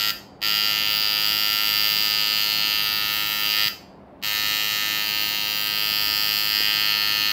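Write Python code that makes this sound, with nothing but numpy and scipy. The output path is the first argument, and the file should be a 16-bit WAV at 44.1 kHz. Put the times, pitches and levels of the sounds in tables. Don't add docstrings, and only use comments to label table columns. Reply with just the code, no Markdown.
import sys
import numpy as np
from scipy import signal
from scipy.io import wavfile
from scipy.ndimage import uniform_filter1d

SR = 44100
rng = np.random.default_rng(int(sys.argv[2]) if len(sys.argv) > 2 else 0)


def gain_from_decibels(decibels):
    exponent = np.asarray(decibels, float) / 20
    return 10 ** exponent


def transcribe(u):
    v = np.clip(np.atleast_2d(u).T, -1, 1)
    q = np.round(v * 32767).astype(np.int16)
    wavfile.write(sys.argv[1], SR, q)


N = 322812
LEAD = SR // 2


def evened(x):
    return x / np.sqrt(np.mean(x ** 2) + 1e-20)


def read(points, hz):
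    f, value = np.transpose(points)
    return np.interp(np.log(hz + 1), np.log(f + 1), value)


def drift(per_s):
    knots = rng.standard_normal(int((N + LEAD) / SR * 200) + 2)
    smooth = signal.lfilter([1], [1, -np.exp(-2 * np.pi * per_s / 200)], knots)
    return evened(np.interp(np.arange(N + LEAD) / SR, np.arange(len(knots)) / 200, smooth))


# f/Hz, density/dB per Hz
AIR_SPECTRUM = [(18, -51.5), (30, -8.5), (120, -7), (258, -6.5), (382, -6.5), (424, -11), (662, -8.5),
                (981, -13), (1060, -16), (1270, -20.5), (4730, -42.5), (6480, -54), (15800, -56)]
# f/Hz, level/dB
HUM_LINES = [(156, -67), (199.2, -54.5), (274, -58.5)]
AIR_DB = -47


def air():
    frames, hz = N // 512 + 5, np.fft.rfftfreq(2048, 1 / SR)
    real, imag, patches = rng.standard_normal((frames, 1025, 3)).T
    patches = evened(uniform_filter1d(uniform_filter1d(patches, 8, 0), 6, 1))
    spectra = (real + 1j * imag) * gain_from_decibels(read(AIR_SPECTRUM, hz)[:, None] + 0.65 * patches)
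    out = gain_from_decibels(AIR_DB) * evened(signal.istft(spectra, nperseg=2048, noverlap=1536)[1][:N])
    for line_hz, db in HUM_LINES:
        level = np.sqrt(2) * gain_from_decibels(db + 1.8 * drift(2.8)[:N])
        phase = 2 * np.pi * np.cumsum(line_hz + 1.57 * drift(2.94)[:N]) / SR
        out += level * np.sin(phase)
    return out


# t/s, level/dB, f/Hz
HAND_THUMPS = [
    (3.661, -33, 139),
    (6.606, -27.5, 383),
]


def thumps():
    t = np.arange(N) / SR
    out = np.zeros(N)
    for s, db, hz in HAND_THUMPS:
        out += gain_from_decibels(db) * np.sin(2 * np.pi * hz * (t - s)) * np.exp(-((t - s) * hz / 0.67) ** 2)
    return out


# t/s, strike rate/Hz, blow level/dB, coil turn toward phone/0-1, needle bar load/0-1
HAND_MOVES = [(0.0, 105.2, -24, 0.67, 0.4), (0.55, 105.4, -24, 0.78, 0.35), (1.16, 105.0, -24, .75, .2),
              (1.3, 105.3, -24, 0.88, 0.2), (2.16, 105.1, -24, 0.75, 0.4), (2.5, 105.15, -24.5, 0.46, 0.72),
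              (2.95, 104.9, -24.5, 0.4, 0.62), (3.38, 104.75, -26, 0.2, 0), (3.58, 105.5, -23, 0.68, .4),
              (4.3, 105.5, -26, 0, 0.5), (5.0, 105.4, -25.5, 0.05, 0.33), (5.05, 105.15, -27, 0.47, 0.7),
              (5.44, 105.0, -27, 0, 0.72), (5.93, 104.75, -26, 0.88, 0.85), (6.5, 104.75, -25.5, .8, 0.85),
              (6.68, 104.8, -23.5, .7, 0.86), (6.95, 104.7, -24.5, 0.33, 0.91),
              (7.31, 104.6, -25, 0.16, 0.8)]
# first full blow t/s, power cut t/s, coasting level/dB
POWER_ON = [
    (-.2962, .108, -34),
    (0.4267, 3.685, -27),
    (4.2357, 7.4, -15),
]
# multiple of strike rate, level/dB
COIL_ORDERS = [(1, -12.5), (2, -17.5), (3, -4.5), (4, -7), (5, -4.5), (6, -15.5), (7, -3.5), (8, -1.5),
               (9, 1), (10, -15), (11, -5)]
# f/Hz, level/dB
SUPPLY_LINES = [(80.7, -58.5), (150.7, -54.5)]
COIL_DB = -44.5


def coil():
    t, hand = np.arange(N) / SR, np.array(HAND_MOVES)
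    turns = np.cumsum(np.interp(t, hand[:, 0], hand[:, 1])) / SR
    on = sum((t > first - .01) & (t < cut) for first, cut, _ in POWER_ON) * 1.
    on = uniform_filter1d(on, 900)
    tones, supply = np.zeros(N), np.zeros(N)
    for order, db in COIL_ORDERS:
        tones += gain_from_decibels(db + 1.1 * drift(0.68)[:N]) * np.sin(2 * np.pi * (order * turns + rng.random()))
    for hz, db in SUPPLY_LINES:
        supply += gain_from_decibels(db + 3 + 1.3 * drift(2.5)[:N]) * np.sin(2 * np.pi * hz * t)
    return on * (gain_from_decibels(COIL_DB) * evened(tones) + supply)


def ring(modes, rise_s, rattle_s):
    t = np.arange(2048) / SR
    tones = np.zeros(len(t))
    for k, (hz, width_hz, db) in enumerate(modes):
        decay = np.exp(-np.pi * width_hz * t)
        tones += (-1) ** k * gain_from_decibels(db) * width_hz * np.sin(2 * np.pi * hz * t) * decay
    loose = rng.standard_normal(len(t)) * np.exp(-t / rattle_s)
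    loose *= .5 * (rattle_s > .001) / np.sqrt(rattle_s * SR / 20)
    soft = 1 - np.exp(-(t / rise_s) ** 2)
    return signal.lfilter(np.r_[1, loose[1:]], [1], tones * soft)


def blows(times_s, sizes):
    place = times_s * SR + LEAD
    at = np.floor(place).astype(int)[:, None] + np.arange(-15, 17)
    lag = at - place[:, None]
    shape = sizes[:, None] * np.sinc(lag) * np.cos(np.pi * lag / 32) ** 2
    inside = at < N + LEAD
    return np.bincount(at[inside], shape[inside], N + LEAD)


# t/s, timing scatter/s
NEEDLE_SNAGS = [(.84, 8e-6), (2.97, 8e-6), (3.17, 6e-6), (3.25, 6e-6), (3.45, 1.2e-5), (6.29, 8e-6),
                (6.8, 1.3e-5)]
SPIN_UP_HZ, SPIN_UP_S = 1, 0.023
ARMATURE_AWAY_DB, ARMATURE_TURN_DB = -9, 9.5
BAR_AWAY_DB, BAR_TURN_DB, BAR_LOAD_DB = -8, -4.5, 7
FRAME_TURN_DB, SPRING_DB = -1, -31
TIP_DB, TIP_TURN_DB, TIP_LOAD_DB = -9.5, -10.5, -.7
GRIP_AWAY, GRIP_TURN = 0.068, 0.46


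def strikes(power, jitter_s=4e-6, uneven_db=0.29):
    (s, rate_hz, *controls), (first, cut, coast_db) = np.transpose(HAND_MOVES), power
    t = np.arange(first - .04, cut + .2, 1 / SR)
    deficit_hz = SPIN_UP_HZ * np.exp(-np.maximum(t - first, 0) / SPIN_UP_S)
    turns = np.cumsum(np.interp(t, s, rate_hz) - deficit_hz) / SR
    turns -= np.interp(first, t, turns)
    k = np.arange(-3, int(turns[-1]))
    chance = rng.standard_normal((400, 2))[:len(k)]
    when = np.interp(k, turns, t)
    snag_s = sum(wide * np.exp(-((when - at) / 0.034) ** 2) for at, wide in NEEDLE_SNAGS)
    when += chance[:, 0] * (jitter_s + snag_s)
    swing_db = -7.5 * np.maximum(-k, 0) ** 2.0 - 2.7 * np.exp(-np.maximum(k, 0) / 1.6)
    coast_db = np.where(when > cut, coast_db - 150 * (when - cut), 0)
    blow_db, turn, load = (np.interp(np.minimum(when, cut), s, c) for c in controls)
    parts_db = np.array([
        blow_db,
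        blow_db + BAR_AWAY_DB + BAR_TURN_DB * turn + BAR_LOAD_DB * load,
        blow_db + ARMATURE_AWAY_DB + ARMATURE_TURN_DB * turn,
        SPRING_DB + 0 * when,
        blow_db + FRAME_TURN_DB * turn,
        blow_db + TIP_DB + TIP_TURN_DB * turn + TIP_LOAD_DB * load])
    coast_share = np.array([[2.5], [2.2], [1], [2.6], [2.5], [2.5]])
    parts_db += swing_db + uneven_db * chance[:, 1] + coast_db * coast_share
    return np.vstack([when, parts_db, GRIP_AWAY + GRIP_TURN * turn, load])


# f/Hz, width/Hz, level/dB
FRAME_MODES = [(1270, 43, -0.5), (1405, 49, 0), (1462, 69, -4.5), (1780, 120, -8.5), (1770, 23, -12),
               (1907, 55, 6.5), (2016, 28, -6), (2127, 37, 2.5)]
TUBE_LOOSE_MODES = [(2380, 280, -11), (2901, 630, 0.5), (3250, 70, -1)]
TUBE_GRIPPED_MODES = [(2650, 700, -8), (3176, 420, 3), (3630, 73, -3)]
BAR_SLACK_MODES = [(3794, 280, -0.085), (4140, 110, -0.92)]
BAR_TENSE_MODES = [(4056, 390, -5), (4375, 90, 0.5)]
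ARMATURE_MODES = [(4755, 277, 5.5), (5350, 300, -18), (5670, 110, -12)]
SPRING_MODES = [(5955, 710, -6.5), (7320, 1500, -12.5), (8660, 1800, -16), (10900, 1400, -11.5),
                (12470, 990, -11), (12970, 370, 2), (13900, 600, 0.5), (14260, 1200, -3),
                (15280, 430, -0.5)]
# f/Hz, width/Hz, level/dB
TIP_MODES = [(5200, 400, 4), (5880, 400, -5.5), (6320, 260, -4), (7200, 410, -7.5)]
# lag/s, rise/s, rebound delay/s, rebound level/dB, rattle length/s
PART_CONTACTS = [
    (0.00038, 0.00017, .0045, -7, .0002),
    (0.00011, 0.00021, 0.0032, -13, .0002),
    (0.00026, 0.0002, 0.001602, -8.5, .0002),
    (0.0005025, 0.00055, 0.000599, -14.5, .0002),
    (0.000274, 0.00023, 0.007, -6.5, 0.0032),
    (0.000303, 0.00027, .0035, 2.5, .0002),
]
WAVER_DB, WAVER_HZ = 0.86, 2.9


def machine():
    when, blow, bar, armature, spring, frame, tip, grip, load = np.hstack([strikes(on) for on in POWER_ON])
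    grip, tense = np.clip(grip, 0, 1), np.clip(load, 0, 1)
    at = np.clip((when * SR).astype(int), 0, N)
    parts = [(FRAME_MODES, gain_from_decibels(frame - 6.3), 0),
             (TUBE_LOOSE_MODES, gain_from_decibels(blow - 0.5) * np.sqrt(1 - grip), 1),
             (TUBE_GRIPPED_MODES, gain_from_decibels(blow - 3.5) * np.sqrt(grip), 1),
             (BAR_SLACK_MODES, gain_from_decibels(bar) * np.sqrt(1 - tense), 2),
             (BAR_TENSE_MODES, gain_from_decibels(bar) * np.sqrt(tense), 2),
             (ARMATURE_MODES, gain_from_decibels(armature), 3),
             (TIP_MODES, gain_from_decibels(tip), 5)]
    seat = 1.406 * when + 0.2 * drift(0.63)[at]
    for k in range(3):
        share = np.sqrt(2 / 3) * np.cos(seat + 2 * np.pi * k / 3)
        parts.append((SPRING_MODES, gain_from_decibels(spring) * share, 4))
    out = np.zeros(N + LEAD)
    for modes, sizes, row in parts:
        lag_s, rise_s, delay_s, rebound_db, rattle_s = PART_CONTACTS[row]
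        shape = ring(modes, rise_s, rattle_s)
        shape /= np.sqrt(np.sum(shape ** 2) * (1 + gain_from_decibels(rebound_db) ** 2) * 105 / SR)
        late_s = lag_s + delay_s * (1 + 0.0087 * drift(1.3)[at])
        sizes = sizes * gain_from_decibels(WAVER_DB * drift(WAVER_HZ)[at])
        hits = blows(when + lag_s, sizes) + blows(when + late_s, sizes * gain_from_decibels(rebound_db))
        out += signal.oaconvolve(hits, shape)[:N + LEAD]
    return out


# f/Hz, t60/s
ROOM_T60 = [(500, 0.14), (1300, 0.36), (3500, 0.43), (9000, 0.44), (15000, 0.23)]
# f/Hz, level/dB
REFLECTION = [(1000, -24.5), (1650, -23), (2000, -30), (3000, -32.5), (4700, -30.5), (6500, -26.5),
              (9000, -31), (14000, -21.5)]


def room(x, turns_per_s=0.048):
    out = np.zeros(len(x))
    angle = 2 * np.pi * turns_per_s * np.arange(len(x)) / SR + 0.28 * drift(1.0)
    for k in range(3):
        taps = np.zeros(SR // 2)
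        at = np.arange(60, SR // 2 - 10, 10)
        taps[at + rng.integers(0, 10, len(at))] = rng.choice([-1., 1.], len(at))
        hz, t, z = signal.stft(taps, SR, nperseg=256)
        tail_db = read(REFLECTION, hz)[:, None] - 60 * t / read(ROOM_T60, hz)[:, None]
        tail = signal.istft(z * gain_from_decibels(tail_db), SR, nperseg=256)[1]
        share = np.sqrt(2 / 3) * np.cos(angle + 2 * np.pi * k / 3)
        out += signal.fftconvolve(x * share, tail)[:len(x)]
    return out


def scene():
    no_bass = signal.butter(8, 1140, "high", fs=SR, output="sos")
    buzz = signal.sosfilt(no_bass, machine())
    near = (gain_from_decibels(-1.0) * buzz + room(buzz))[LEAD:]
    return (near + coil() + air() + thumps())[None]


def roll_off(x):
    return signal.sosfilt(signal.butter(12, 16360, fs=SR, output="sos"), x)


def record(dry):
    clear = signal.sosfilt(signal.butter(4, 42, "high", fs=SR, output="sos"), dry)
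    band_limit = signal.firwin(801, 15780, window=("kaiser", 9), fs=SR)
    clear = signal.oaconvolve(clear, band_limit[None], "same")
    return roll_off(clear)


dry = scene()
out = record(dry)
transcribe(out)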